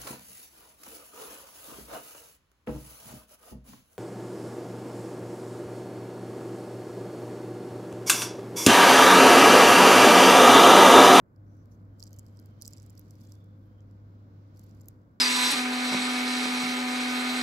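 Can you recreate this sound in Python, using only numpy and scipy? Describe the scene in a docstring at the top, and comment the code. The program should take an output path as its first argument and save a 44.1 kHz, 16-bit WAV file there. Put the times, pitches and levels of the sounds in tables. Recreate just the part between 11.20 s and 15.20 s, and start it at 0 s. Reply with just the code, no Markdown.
"""A dry seed pod is squeezed and rolled between fingers, close to the microphone, over a tiled floor.
The husk fails by brittle fracture, in bouts of tiny snaps; each impulse excites the damped modes of
the shell for a millisecond or two. Finer crackle and the friction of skin on husk, a rub with faint
squeaks, fill the gaps. Behind the pod lie a low steady rumble and a mains hum."""
import sys
import numpy as np
from scipy import signal
from scipy.fft import rfft, irfft
from scipy.io import wavfile

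SR = 44100
rng = np.random.default_rng(int(sys.argv[2]) if len(sys.argv) > 2 else 0)


def store_wav(level_fs):
    """Save 16-bit WAV to argv[1]."""
    pcm = np.round(np.clip(np.atleast_2d(level_fs), -1, 1) * 32767)
    wavfile.write(sys.argv[1], SR, pcm.T.astype(np.int16))


N = 176400
T = np.arange(N) / SR

# normal modes of the shell, in three groups: f/Hz, bandwidth/Hz, level within the group/dB
LOW_MODES = [(4400, 380, -10), (4686, 790, 3), (5830, 580, -1.5)]
MIDDLE_MODES = [(6830, 770, -7.5), (7060, 360, -5), (7650, 250, 0)]
HIGH_MODES = [(9700, 2400, -4), (11150, 1500, -1.5), (11970, 2600, -1.5), (13300, 930, 1.5),
              (14500, 1800, -3.5)]
FINGERS_PAN_DB = -4.5   # left minus right, for crackle and rub


def from_db(db):
    """Amplitude ratio of a level in decibels."""
    return 10 ** (np.asarray(db) / 20)


def rms_one(x):
    """Normalisation to unit root mean square."""
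    return x / np.sqrt(np.mean(x ** 2) + 1e-30)


def energy_one(x):
    """Normalisation to unit energy."""
    return x / np.sqrt(np.sum(x ** 2) + 1e-30)


def in_time(points):
    """Linear interpolation of a time curve at every sample."""
    return np.interp(T, *np.transpose(points))


def in_frequency(points):
    """Interpolation of a spectrum at every Fourier bin, on a logarithmic frequency axis."""
    hz, value = np.transpose(points)
    return np.interp(np.log(np.fft.rfftfreq(N, 1 / SR) + 1), np.log(hz), value)


def pan(db):
    """Constant-power gains for a level difference, left minus right."""
    return rms_one(from_db(np.array([[db], [-db]]) / 2))


def drift(hz):
    """Random modulation: low-pass noise of unit rms."""
    lowpass = signal.butter(2, hz, fs=SR, output="sos")
    return rms_one(signal.sosfilt(lowpass, rng.standard_normal(N + SR))[SR:])


def coloured(x, spectrum):
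    """Spectral shaping of noise, to unit rms."""
    return rms_one(irfft(rfft(x) * from_db(in_frequency(spectrum)), N))


def resonate(x, hz, width_hz):
    """Forced response of a damped oscillator with unit gain at resonance."""
    r = np.exp(-np.pi * width_hz / SR)
    feedback = [1, -2 * r * np.cos(2 * np.pi * hz / SR), r * r]
    return signal.lfilter(np.array([1, 0, -1]) * (1 - r * r) / 2, feedback, x + 1e-18)


def rumble():
    """Diffuse noise: the two sides are strongly correlated only at long wavelengths."""
    # envelope: t/s, level/dB
    levels = [(0, -59.5), (.25, -55.5), (1.2, -54.5), (2.4, -56), (3.7, -55), (3.86, -57.5), (4, -57.5)]
    # spectrum: f/Hz, relative spectral density/dB
    spectrum = [(20, -21), (30, -20.5), (48, 0), (70, 0.5), (140, 1.5), (250, -1), (340, -8.5), (410, -13),
                (560, -12.5), (800, -21.5), (1100, -20.5), (1500, -22.5), (1750, -31), (2200, -36),
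                (2700, -50.5), (5500, -55.5), (7700, -47), (8400, -53.5), (9700, -65), (10500, -50),
                (15700, -44.5), (16100, -64)]
    # likeness of left and right: f/Hz, correlation coefficient
    correlation = [(60, 0.92), (130, 0.94), (290, 0.83), (640, 0.26), (1350, -0.62), (2500, 0.46),
                   (15000, -0.19)]
    alike = in_frequency(correlation)
    mid, side = rfft(rng.standard_normal((2, N)))
    noise = irfft(np.sqrt(1 + alike) * mid + np.sqrt(1 - alike) * side * [[1], [-1]], N)
    return from_db(in_time(levels)) * coloured(noise, spectrum)


def hum(fundamental_hz=100.42, waver_db=-0.7):
    """Mains hum: a series of odd harmonics, each under slow random amplitude modulation."""
    # envelope: t/s, level/dB
    levels = [(0, -86), (.13, -65), (.19, -50.5), (3.68, -50), (3.81, -52), (3.87, -72), (4, -67.5)]
    # line spectrum: harmonic number, relative level/dB
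    harmonics = [(1, -0.5), (3, -18), (5, -26)]
    tone = 0
    for k, db in harmonics:
        amplitude = np.sqrt(2) * from_db(db + waver_db * drift(hz=2))
        tone += amplitude * np.sin(2 * np.pi * (k * fundamental_hz * T + rng.random()))
    return from_db(in_time(levels)) * tone


def radiate(x):
    """Radiation efficiency: a shell small against the wavelength gives off little sound."""
    return signal.sosfilt(signal.butter(5, 3900, "high", fs=SR, output="sos"), x)


def fracture(lead_s, swell_s=0.0011, tear_s=0.00045, scatter_s=0.0013):
    """Brittle fracture: a sharp crack at lead_s, which scatters among the fingers."""
    lead = int(lead_s * SR)
    t = T[:3 * lead] - T[lead]
    tear = 0.16 * rng.standard_normal(len(t)) * np.exp(-abs(t) / tear_s)
    tear[lead] += 1   # the break itself
    # a faint millisecond swell of noise leads into the crack
    swell = rng.standard_normal(len(t)) * np.exp(-abs(t) / swell_s) * (t < 0)
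    scatter = rng.standard_normal((2, len(t))) * np.exp(-abs(t) / scatter_s) * (t > 0)
    force = energy_one(tear) + from_db(-14) * energy_one(swell)
    return force + from_db(-8) * np.sqrt(2) * energy_one(scatter)


def snap(force, middle_db, high_db, detune=0.047, side_spread_db=3.2, averaging_s=0.0024):
    """Modal superposition: each break strikes another spot, and each side hears another mix of modes."""
    out = 0
    for modes, group_db in ((LOW_MODES, 0), (MIDDLE_MODES, middle_db), (HIGH_MODES, high_db)):
        group = 0
        for k, (hz, width, mode_db) in enumerate(modes):
            gain = from_db(rng.normal(mode_db, 1) + side_spread_db * rng.standard_normal((2, 1)))
            detuned_hz = hz * (1 + detune * rng.uniform(-1.1, 1))
            group += (-1) ** k * gain * resonate(force, detuned_hz, width)
        out += from_db(group_db) * energy_one(radiate(group))
    return energy_one(out) * np.sqrt(2 * averaging_s * SR)   # energy of unit rms over averaging_s


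def snaps(lead_s=0.01):
    """Impulse excitation: each fracture of the husk rings the shell, at its own time and direction."""
    # fractures: t/s, then relative levels/dB: whole snap, middle modes, high modes, left minus right
    fractures = [(0.1616, -73, -14, -15, -22), (0.4576, -71.5, -7, 0, 2), (0.7975, -54, 4, -16, -1),
                 (0.8035, -50.5, -6, -15, -5), (0.827, -43.5, -9, -25, -23), (0.8383, -47.5, 9, -1, 0),
                 (0.856, -62, -10, -20, -7), (0.868, -56, -2, -21, -1), (0.8727, -57, 7, -8, 2),
                 (0.8765, -57, -3, -19, -10), (0.9308, -53, 15, 7, -1), (0.964, -63, 10, 4, -6),
                 (0.988, -50.5, 8, 1, -6), (0.9933, -46.5, 22, 17, 1), (1.065, -62.5, -3, -7, -7),
                 (1.1716, -60.5, 2, -15, -6), (1.1913, -59.5, -10, -24, -23), (1.198, -60, 9, 10, 6),
                 (1.2593, -60, -1, -3, -5), (1.4143, -48.5, -10, -11, -9), (1.4216, -38.5, -5, -3.5, -5.5),
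                 (1.4284, -54, -12, -13, -8), (1.4501, -48.5, -1, -26, 4), (1.455, -45.5, -5, -14, -18),
                 (1.4635, -48.5, 14, -9, 11), (1.4749, -57, -3, 2, -4), (1.4784, -39, 8, -1, -6.5),
                 (1.4903, -63, -10, -18, -1), (1.5074, -59, 3, 7, -4), (1.5263, -58, -5, -9, -11),
                 (1.5338, -45, 3, -13, -6), (1.5662, -59, 9, -5, -4), (1.573, -53.5, 4, -17, -9),
                 (1.5817, -56.5, -2, -13, -4), (1.6, -57, 2, -22, 0), (1.622, -61, 7, -9, -10),
                 (1.6295, -58.5, 12, 4, -6), (1.6633, -59, 7, 4, -8), (1.6978, -56, 6, -9, -10),
                 (1.7034, -57, 10, 13, -2), (1.7527, -65, -5, 4, -2), (1.7759, -58.5, -22, -19, -15),
                 (1.7789, -54.5, 2, -2, -7), (1.7943, -50, 2, 17, -5), (1.8131, -67, 2, -7, -6),
                 (1.9084, -55, 7, -2, -5), (1.9546, -65.5, -8, -7, 0), (2.0094, -65.5, -13, 3, -2),
                 (2.0138, -65.5, -17, -18, -13), (2.0362, -66.5, 1, 3, 1), (2.0702, -73, -1, -13, -4),
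                 (2.0725, -62, 13, -8, 1), (2.0954, -65, 10, -9, -7), (2.121, -52.5, -2, -8, -10),
                 (2.1538, -65, -2, 5, -3), (2.6062, -71, 0, -24, -2), (2.7114, -74, -1, -8, -5),
                 (3.3717, -63.5, -10, -6, -1), (3.3944, -56, 17, 12, 0), (3.4356, -68, -4, -2, -3),
                 (3.4406, -63, 4, 19, -6), (3.5114, -67, -4, -19, -7), (3.6098, -62.5, 6, -6, -12),
                 (3.6147, -59, 15, 10, -1), (3.6577, -64.5, 13, 9, -3), (3.685, -43.5, -1.5, 18, 0)]
    out = np.zeros((2, N + SR))
    for s, db, middle_db, high_db, pan_db in fractures:
        sound = snap(fracture(lead_s), middle_db + 2, high_db + 6.5) * pan(pan_db)
        start = int((s - lead_s) * SR)
        out[:, start:start + sound.shape[1]] += from_db(db + 2.5) * sound
    return out[:, :N]


def crackle(breaks_per_s=1600, clump_db=4.5, clump_hz=85.5):
    """Shot noise: a Poisson stream of tiny breaks drives the shell's modes, swelling in clumps."""
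    # envelope: t/s, level/dB
    levels = [(0, -108), (.26, -95), (.37, -87.5), (.53, -90), (.6, -91), (.77, -92.5), (.8, -69),
              (.88, -72), (1.04, -79), (1.2, -79), (1.38, -93), (1.42, -66), (1.58, -76.5), (1.73, -79.5),
              (1.85, -75.5), (2.05, -75.5), (2.15, -74), (2.24, -90.5), (3.32, -99), (3.37, -74),
              (3.66, -82), (3.76, -90.5), (4, -100)]
    onsets = np.flatnonzero(rng.random(N) < breaks_per_s / SR)
    sizes = from_db(-0.5 * np.minimum(rng.exponential(1, N), 4))[onsets]
    out = 0
    for modes, group_db in ((LOW_MODES, 0), (MIDDLE_MODES, -2), (HIGH_MODES, -1)):
        group = 0
        for hz, width, mode_db in modes:
            clicks = np.zeros((2, N))
            clicks[:, onsets] = sizes * rng.standard_normal((2, N))[:, onsets]
            group += from_db(mode_db) * resonate(clicks, hz, width)
        out += from_db(group_db) * rms_one(group)
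    envelope = from_db(in_time(levels) + clump_db * drift(clump_hz))
    return envelope * rms_one(radiate(out)) * pan(FINGERS_PAN_DB)


def rub(uneven_hz=20, uneven_db=0.8, flutter_db=3.5):
    """Sliding friction of skin on husk: a broadband hiss, with narrower bands swelling as squeaks."""
    # envelope of the hiss: t/s, level/dB
    levels = [(0, -100), (.3, -86.5), (.75, -85.5), (.9, -80), (1.35, -79.5), (1.55, -72.5), (1.75, -78),
              (2.05, -77.5), (2.3, -83.5), (2.8, -82.5), (3.15, -80.5), (3.5, -76.5), (3.68, -82),
              (3.8, -87.5), (4, -90)]
    # spectrum of the hiss: f/Hz, relative spectral density/dB
    spectrum = [(1000, -23.5), (2100, 1), (2700, -2), (3400, -1.5), (5200, -2), (7400, -10.5), (8600, -18),
                (11000, -20.5), (15600, -26), (16200, -36)]
    # squeaks and scuffs: centre t/s, duration/s, f/Hz, resonator bandwidth/Hz, relative level/dB
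    squeaks = [(0.365, 0.16, 5860, 894, -83), (0.531, 0.04, 6000, 2500, -78),
               (.53, 0.045, 12500, 4000, -77), (0.91, 0.3, 3100, 160, -85.5), (1.35, 0.6, 3120, 137, -87),
               (1.72, .14, 3100, 180, -97), (2.15, 0.32, 3470, 255, -82.5), (2.345, 0.24, 3500, 258, -92),
               (2.447, 0.14, 12600, 4530, -88), (2.53, 0.13, 3160, 240, -85)]
    envelope = from_db(in_time(levels) + uneven_db * drift(uneven_hz))
    out = envelope * coloured(rng.standard_normal((2, N)), spectrum)
    for s, duration, hz, width, db in squeaks:
        band = resonate(resonate(rng.standard_normal((2, N)), hz, width), hz, width)
        swell = np.exp(-(2 * (T - s) / duration) ** 2)
        out += from_db(db + 1 + flutter_db * drift(uneven_hz)) * swell * rms_one(band)
    return out * pan(FINGERS_PAN_DB)


def tiles(x, t60_s=0.08, delay_s=0.006, lowpass_hz=7200):
    """Reverberation: faint, dulled reflections from floor and surroundings decay exponentially."""
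    t = T[:SR // 4]
    tails = rng.standard_normal((2, len(t))) * from_db(-60 * t / t60_s) * (t > delay_s)
    dull = signal.sosfilt(signal.butter(2, lowpass_hz, fs=SR, output="sos"), x)
    return from_db(-19) * signal.fftconvolve(dull, np.sqrt(2) * energy_one(tails), axes=1)[:, :N]


def scene(right_lag_s=0.00018):
    """Superposition of all sources; snaps and crackle reach the right side later and are reflected."""
    background = hum() + rumble() + rub()
    left, right = crackle() + snaps()
    pod = np.array([left, np.roll(right, int(right_lag_s * SR))])
    return pod + tiles(pod) + background


def record(dry, cutoff_hz=16450):
    """Filtering of the overall tone: a shallow dip near 8.5 kHz and a steep cut above 16 kHz."""
    notched = dry - 0.49 * resonate(dry, hz=8470, width_hz=3000)
    return signal.sosfilt(signal.ellip(10, .1, 70, cutoff_hz, fs=SR, output="sos"), notched)


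dry = scene()
out = record(dry)
store_wav(out)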